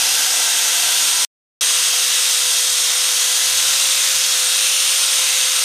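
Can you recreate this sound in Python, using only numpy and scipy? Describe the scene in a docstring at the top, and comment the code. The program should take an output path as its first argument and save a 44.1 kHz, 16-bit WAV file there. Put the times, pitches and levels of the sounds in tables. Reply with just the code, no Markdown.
"""Outdoors, close up: an electric drill spins a wire wheel along a rusty iron grate.
Thousands of random bristle strikes a second are filtered into a harsh scrape and ring the iron bars.
Motor and gear tones follow the shaft speed, which rises when the hand eases off; some swell near the middle rib.
A low rumble and a faint drone lie behind. The sound drops out once for about a third of a second."""
import sys
import numpy as np
from scipy import signal
from scipy.fft import rfft, irfft
from scipy.io import wavfile
from scipy.ndimage import uniform_filter1d

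SR = 44100
rng = np.random.default_rng(int(sys.argv[2]) if len(sys.argv) > 2 else 0)


def dump_mix(stems):
    """Bounce the given channels to the path in sys.argv[1] as a 16-bit WAV at rate SR."""
    frames = np.atleast_2d(stems).T  # one column per channel
    limited = np.clip(frames, -1, 1)  # hard clip at full scale
    pcm = np.round(limited * 32767).astype(np.int16)
    wavfile.write(sys.argv[1], SR, pcm)


N = 248724  # length in samples
TIME = np.arange(N) / SR  # seconds
FREQ = np.fft.rfftfreq(N, 1 / SR)  # Hz


def undb(db):
    """Turn decibels into a gain."""
    return 10 ** (np.asarray(db) / 20)


def unit(x):
    """Scale to an rms (average strength) of 1."""
    return x / np.sqrt(np.mean(x ** 2))


def curves(rows):
    """Join the rows of a timed table with straight lines, giving each column a value at every sample."""
    seconds, *columns = np.transpose(rows)
    return [np.interp(TIME, seconds, column) for column in columns]


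def slope(points):
    """Gain at every frequency, from rows of Hz and dB."""
    hz, db = np.transpose(points)
    return undb(np.interp(np.log(FREQ + 1), np.log(hz), db))


def shape(x, response):
    """Filter a sound by multiplying its spectrum with a frequency response."""
    return irfft(rfft(x) * response, N)


def resonance(hz, width):
    """Response of one damped vibration, with a gain of 1 at its centre."""
    return 1j * FREQ * width / (hz ** 2 - FREQ ** 2 + 1j * FREQ * width)


def walk(rate):
    """Smooth random drift of rms 1, changing about `rate` times a second."""
    noise = rng.standard_normal(N)
    return unit(shape(noise, 1 / (1 + (FREQ / rate) ** 4)))


def tone(turns, slip, flutter_db):
    """A sine of rms 1 whose phase (slip, radians) and strength (flutter, dB) shake at random."""
    phase = 2 * np.pi * turns + slip * walk(22)
    return unit(np.sin(phase) * undb(flutter_db * walk(13)))


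def strikes(wheel_turns, per_second, spread_db, wobble_db, clump_db):
    """Bristle tips snap off the bars: in clumps, and harder once a turn of the uneven wheel."""
    hit = rng.random(N) < per_second / SR
    size = rng.choice([-1, 1], N) * undb(spread_db * rng.standard_normal(N))
    contact_db = wobble_db * np.sin(2 * np.pi * wheel_turns) + clump_db * walk(240)
    return unit(hit * size * undb(contact_db))


def wander(x, patchy_db, bins=5, frame_count=41):
    """Let the colour drift in patches a few hundred Hz wide and about a quarter of a second long."""
    _, _, frames = signal.stft(x, nperseg=512)
    field = rng.standard_normal(frames.shape)
    for _ in range(2):  # smooth the random field twice, across pitch and then across time
        field = uniform_filter1d(field, bins, axis=0, mode="wrap")
        field = uniform_filter1d(field, frame_count, axis=1, mode="wrap")
    _, drifting = signal.istft(frames * undb(patchy_db * unit(field)))
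    return drifting[:N]


# Colour of the bristle strikes. Each row: pitch in Hz, relative strength in dB per Hz.
BRISTLES = [(100, -42), (300, -30.5), (450, -20), (850, -13.5), (1300, -6.5), (2300, -5.5), (3300, 0),
            (4300, 0), (6300, 0.5), (7400, -2.5), (9300, -1), (11000, -8.5), (13000, -10.5), (15000, -16)]
# Broad resonances of the wire wheel. Each row: centre in Hz, width in Hz, lift in dB.
WHEEL = [(694, 97, 2), (1420, 150, 1.5), (2170, 120, 1.5), (2690, 310, 3.5), (3110, 270, 1.5),
         (3660, 230, 2), (6250, 900, 1.5), (8250, 600, 1.5), (11650, 400, 0)]
SCRAPE_DB, BRIGHT_DB = -16.5, 0.3  # level; treble is raised and the rest lowered by the second


def scrape(force):
    """The wire wheel gives off the strikes as a harsh scrape, coloured by its broad resonances."""
    lift_db = sum(db * np.abs(resonance(hz, width)) ** 2 for hz, width, db in WHEEL)
    sound = shape(force, slope(BRISTLES) * undb(lift_db))
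    # as the wheel travels, the bent wires and the bars under them keep changing their resonances
    sound = wander(sound, patchy_db=1.0)
    treble = shape(sound, 1 - 1 / (1 + (FREQ / 5500) ** 4))  # above about 5500 Hz
    rest = sound - treble
    return undb(SCRAPE_DB) * unit(treble * undb(BRIGHT_DB) + rest * undb(-BRIGHT_DB))


# Ringing modes of the iron grate. Each row: pitch in Hz, width in Hz, # base level in dB when brushed at the
# far end, base level in dB when brushed on the near part, up to the near end.
GRATE = [(754, 65, -43.5, -57.5), (889, 110, -39.5, -58.5), (1355, 130, -47, -47.5), (1560, 63, -35.5, -52),
         (2010, 130, -37.5, -58), (2670, 119.4, -37.5, -44), (3400, 88, -43.5, -37), (3663, 76, -46, -34),
         (3795, 97, -38.5, -34), (5720, 150, -34.5, -36), (6440, 200, -44.5, -32.5), (9300, 90, -34.5, -48),
         (11530, 130, -39.5, -50.5)]
FAR_MODES_END, NEAR_MODES_START = 0.28, 0.63  # places between which the ring changes colour
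RING_DB, RIB_RING_DB = 1, 4  # lift of the ring everywhere, and extra under a light touch on the rib


def grate(blows, place, on_rib, eased):
    """Bristle blows keep the iron bars ringing; the place of contact picks the modes."""
    far_response = near_response = 0
    for hz, width, far_db, near_db in GRATE:
        # even out the loudness of narrow and wide modes
        mode = resonance(hz, width) / np.sqrt(np.pi * width / SR)
        far_response = far_response + mode * undb(far_db)
        near_response = near_response + mode * undb(near_db)
    far = shape(blows, far_response)
    near = shape(blows, near_response)
    share = np.clip((place - FAR_MODES_END) / (NEAR_MODES_START - FAR_MODES_END), 0, 1)
    ring_db = RING_DB + RIB_RING_DB * on_rib * eased
    return ((1 - share) * far + share * near) * undb(ring_db)


# Shaft speeds that mark the load: in Hz when bearing down, at a steady push, and eased off.
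LOAD_HZ = (495.8, 499.5, 517)


def load_shares(shaft_hz):
    """How far the hand bears down, pushes steadily or eases off; the three shares add up to 1."""
    states = np.eye(len(LOAD_HZ))
    return np.array([np.interp(shaft_hz, LOAD_HZ, state) for state in states])


# Hum at shaft speed: level in dB when bearing down, at a steady push, and eased off.
HUM_DB = (-46, -43.3, -43)
# Gear and commutator tones. Each row: multiple of the shaft speed, then the level away from the rib
# in dB when bearing down, at a steady push, and eased off.
GEAR_TONES = [(.572, -55, -75, -76), (1.433, -53, -53.5, -61.5), (2.757, -42, -52, -58.5),
              (3.98, -52, -41, -46.5), (6.51, -34.5, -32.5, -38), (7.05, -35, -49, -38.5),
              (9.97, -40.5, -39.5, -48), (12.03, -32.5, -34.5, -34.5), (13.1, -35, -35, -41),
              (13.53, -30.5, -35, -44.5), (18.95, -48, -40, -48), (24.2, -46, -54, -56)]
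OCTAVE_DB, PRESSED_OCTAVE_DB = -54, 5.5  # the hum's octave away from the rib, and its rise when bearing down
RIB_OCTAVE_DB, RIB_GEAR_DB = 10.5, 2.5  # the drill sings louder against the stiff rib
WHINE_ORDER = 17  # pitch of the high whine, as a multiple of the shaft speed
WHINE_SLIP, RATTLE_SLIP = 0.35, 0.2  # phase shake of the whine and the extra when eased off, radians


def drill(turns, load, on_rib, whine_db):
    """The turning shaft hums with its octave and a high whine; the mix of gear tones follows the load."""
    pressed, _, eased = load
    hum = undb(np.array(HUM_DB) @ load) * tone(turns, slip=0.08, flutter_db=0.8)
    octave_db = OCTAVE_DB + RIB_OCTAVE_DB * on_rib + PRESSED_OCTAVE_DB * pressed
    octave = undb(octave_db) * tone(2 * turns, slip=0.1, flutter_db=1.5)
    # unloaded gears rattle in their play, which blurs the whine
    whine_slip = WHINE_SLIP + RATTLE_SLIP * eased
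    whine = undb(whine_db) * tone(WHINE_ORDER * turns, whine_slip, flutter_db=2.0 + 1.2 * eased)
    gears = 0
    for multiple, *load_db in GEAR_TONES:
        gear_db = np.array(load_db) @ load + RIB_GEAR_DB * on_rib
        slip = 0.12 * np.sqrt(multiple)  # play between the teeth shakes the phase of high tones most
        gears = gears + undb(gear_db) * tone(multiple * turns, slip, flutter_db=2.0)
    return hum + octave + whine + gears


# Width of the stereo image. Each row: pitch in Hz, level of the side sound against the middle in dB.
WIDTH = [(100, -54.5), (500, -51), (1000, -39), (2500, -22.5), (4000, -24), (6300, -20), (8000, -15.5),
         (10000, -23.5), (13000, -53)]


def stereo_spread(tool):
    """A short burst of fading noise smears the tool into a faint side sound that widens the image."""
    burst = rng.standard_normal(N) * np.exp(-TIME / 0.015)
    response = rfft(burst) / np.sqrt(np.sum(burst ** 2))
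    return shape(tool, response * slope(WIDTH))


# A faint low drone that dips, then climbs like a distant engine.
# Each row: time in seconds, pitch in Hz, level in dB.
DRONE = [(0, 121, -59), (1.24, 121, -64.5), (2.9, 125, -66.5), (3.37, 82, -78), (3.51, 93, -51),
         (3.72, 124.3, -59), (4.2, 126, -55), (4.42, 139.8, -62), (4.6, 148.3, -71)]
# Colour of the outdoor rumble. Each row: pitch in Hz, relative strength in dB per Hz.
RUMBLE = [(20, -10), (45, -4.5), (90, 2), (140, 0.5), (190, -5.5), (300, -7), (600, -25), (2000, -48.5)]


def outdoors():
    """Filtered noise makes a low rumble and a shaky sine makes a drone, both far below the tool."""
    hz, db = curves(DRONE)
    drone = undb(db) * tone(np.cumsum(hz) / SR, slip=0.38, flutter_db=3.0)
    rumble = unit(shape(rng.standard_normal(N), slope(RUMBLE)))
    return drone + undb(-62.0) * rumble


# The motor, slower the harder the hand pushes.
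# Each row: time in seconds, average shaft speed in Hz, level of the high whine in dB.
MOTOR = [(0, 494, -40), (.45, 495.5, -34), (1.24, 495.6, -26), (1.62, 500.8, -23), (2.0, 497.3, -30),
         (2.3, 500.3, -27.5), (2.7, 500.3, -31), (3.05, 503, -27), (3.35, 503, -29), (3.58, 510.5, -44),
         (3.8, 526, -30), (3.98, 521.8, -28), (4.15, 516.8, -37), (4.52, 504.5, -28), (4.77, 523.3, -27),
         (5.0, 524, -29), (5.18, 516, -32), (5.52, 509.7, -28)]
# Strokes of the hand. Each row: time in seconds, place of the wheel from 0 (far end) to 1 (near end).
PLACE = [(.55, 0.24), (1.0, 0.4), (1.62, .58), (2.05, 0.99), (2.55, 0.55), (2.98, 1), (3.3, 0.53),
         (4.12, 0.64), (4.52, 0.77), (4.82, 1), (5.08, 0.64), (5.32, 0.57), (5.64, 1)]
GEAR_RATIO = 13.7  # motor turns per turn of the wheel
RIB_PLACE, RIB_REACH = 0.52, 0.2  # the cross rib: its place and how far its effect spreads


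def scene():
    """Hand and motor drive scrape, bars and drill in the middle, slightly widened, over the outdoors."""
    shaft_hz, whine_db = curves(MOTOR)
    place, = curves(PLACE)
    load = load_shares(shaft_hz)
    _, _, eased = load
    on_rib = np.exp(-((place - RIB_PLACE) / RIB_REACH) ** 2)
    unsteady_hz = shaft_hz * (1 + 0.00047 * walk(9.7))
    turns = np.cumsum(unsteady_hz) / SR
    wheel_turns = turns / GEAR_RATIO
    force = strikes(wheel_turns, per_second=24000, spread_db=2.0, wobble_db=0.14, clump_db=0.71)
    # the bars take their own share of the blows
    blows = strikes(wheel_turns, per_second=9000, spread_db=2.5, wobble_db=0.7, clump_db=1.5)
    bars = grate(blows, place, on_rib, eased)
    tool = scrape(force) + bars + drill(turns, load, on_rib, whine_db)
    side = stereo_spread(tool)
    left = undb(-0.53) * (tool + side)
    right = undb(-0.6) * (tool - side)
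    return np.array([left, right]) + outdoors()


# The dropout: its start and its end in seconds.
DROPOUT_S = (1.2492, 1.6096)
TOP_HZ = 15050  # highest pitch let through


def record(dry):
    """The level falls at once by 25 dB, dies within milliseconds and later returns; the top is cut off."""
    stop, resume = DROPOUT_S
    fade = undb(-25) * np.exp(-np.maximum(TIME - stop, 0) / 0.004)
    gate = np.where((TIME < stop) | (TIME > resume), 1, fade)
    low_pass = signal.ellip(12, 0.1, 80, TOP_HZ, fs=SR, output="sos")
    return signal.sosfilt(low_pass, dry * gate)


dry = scene()
out = record(dry)
dump_mix(out)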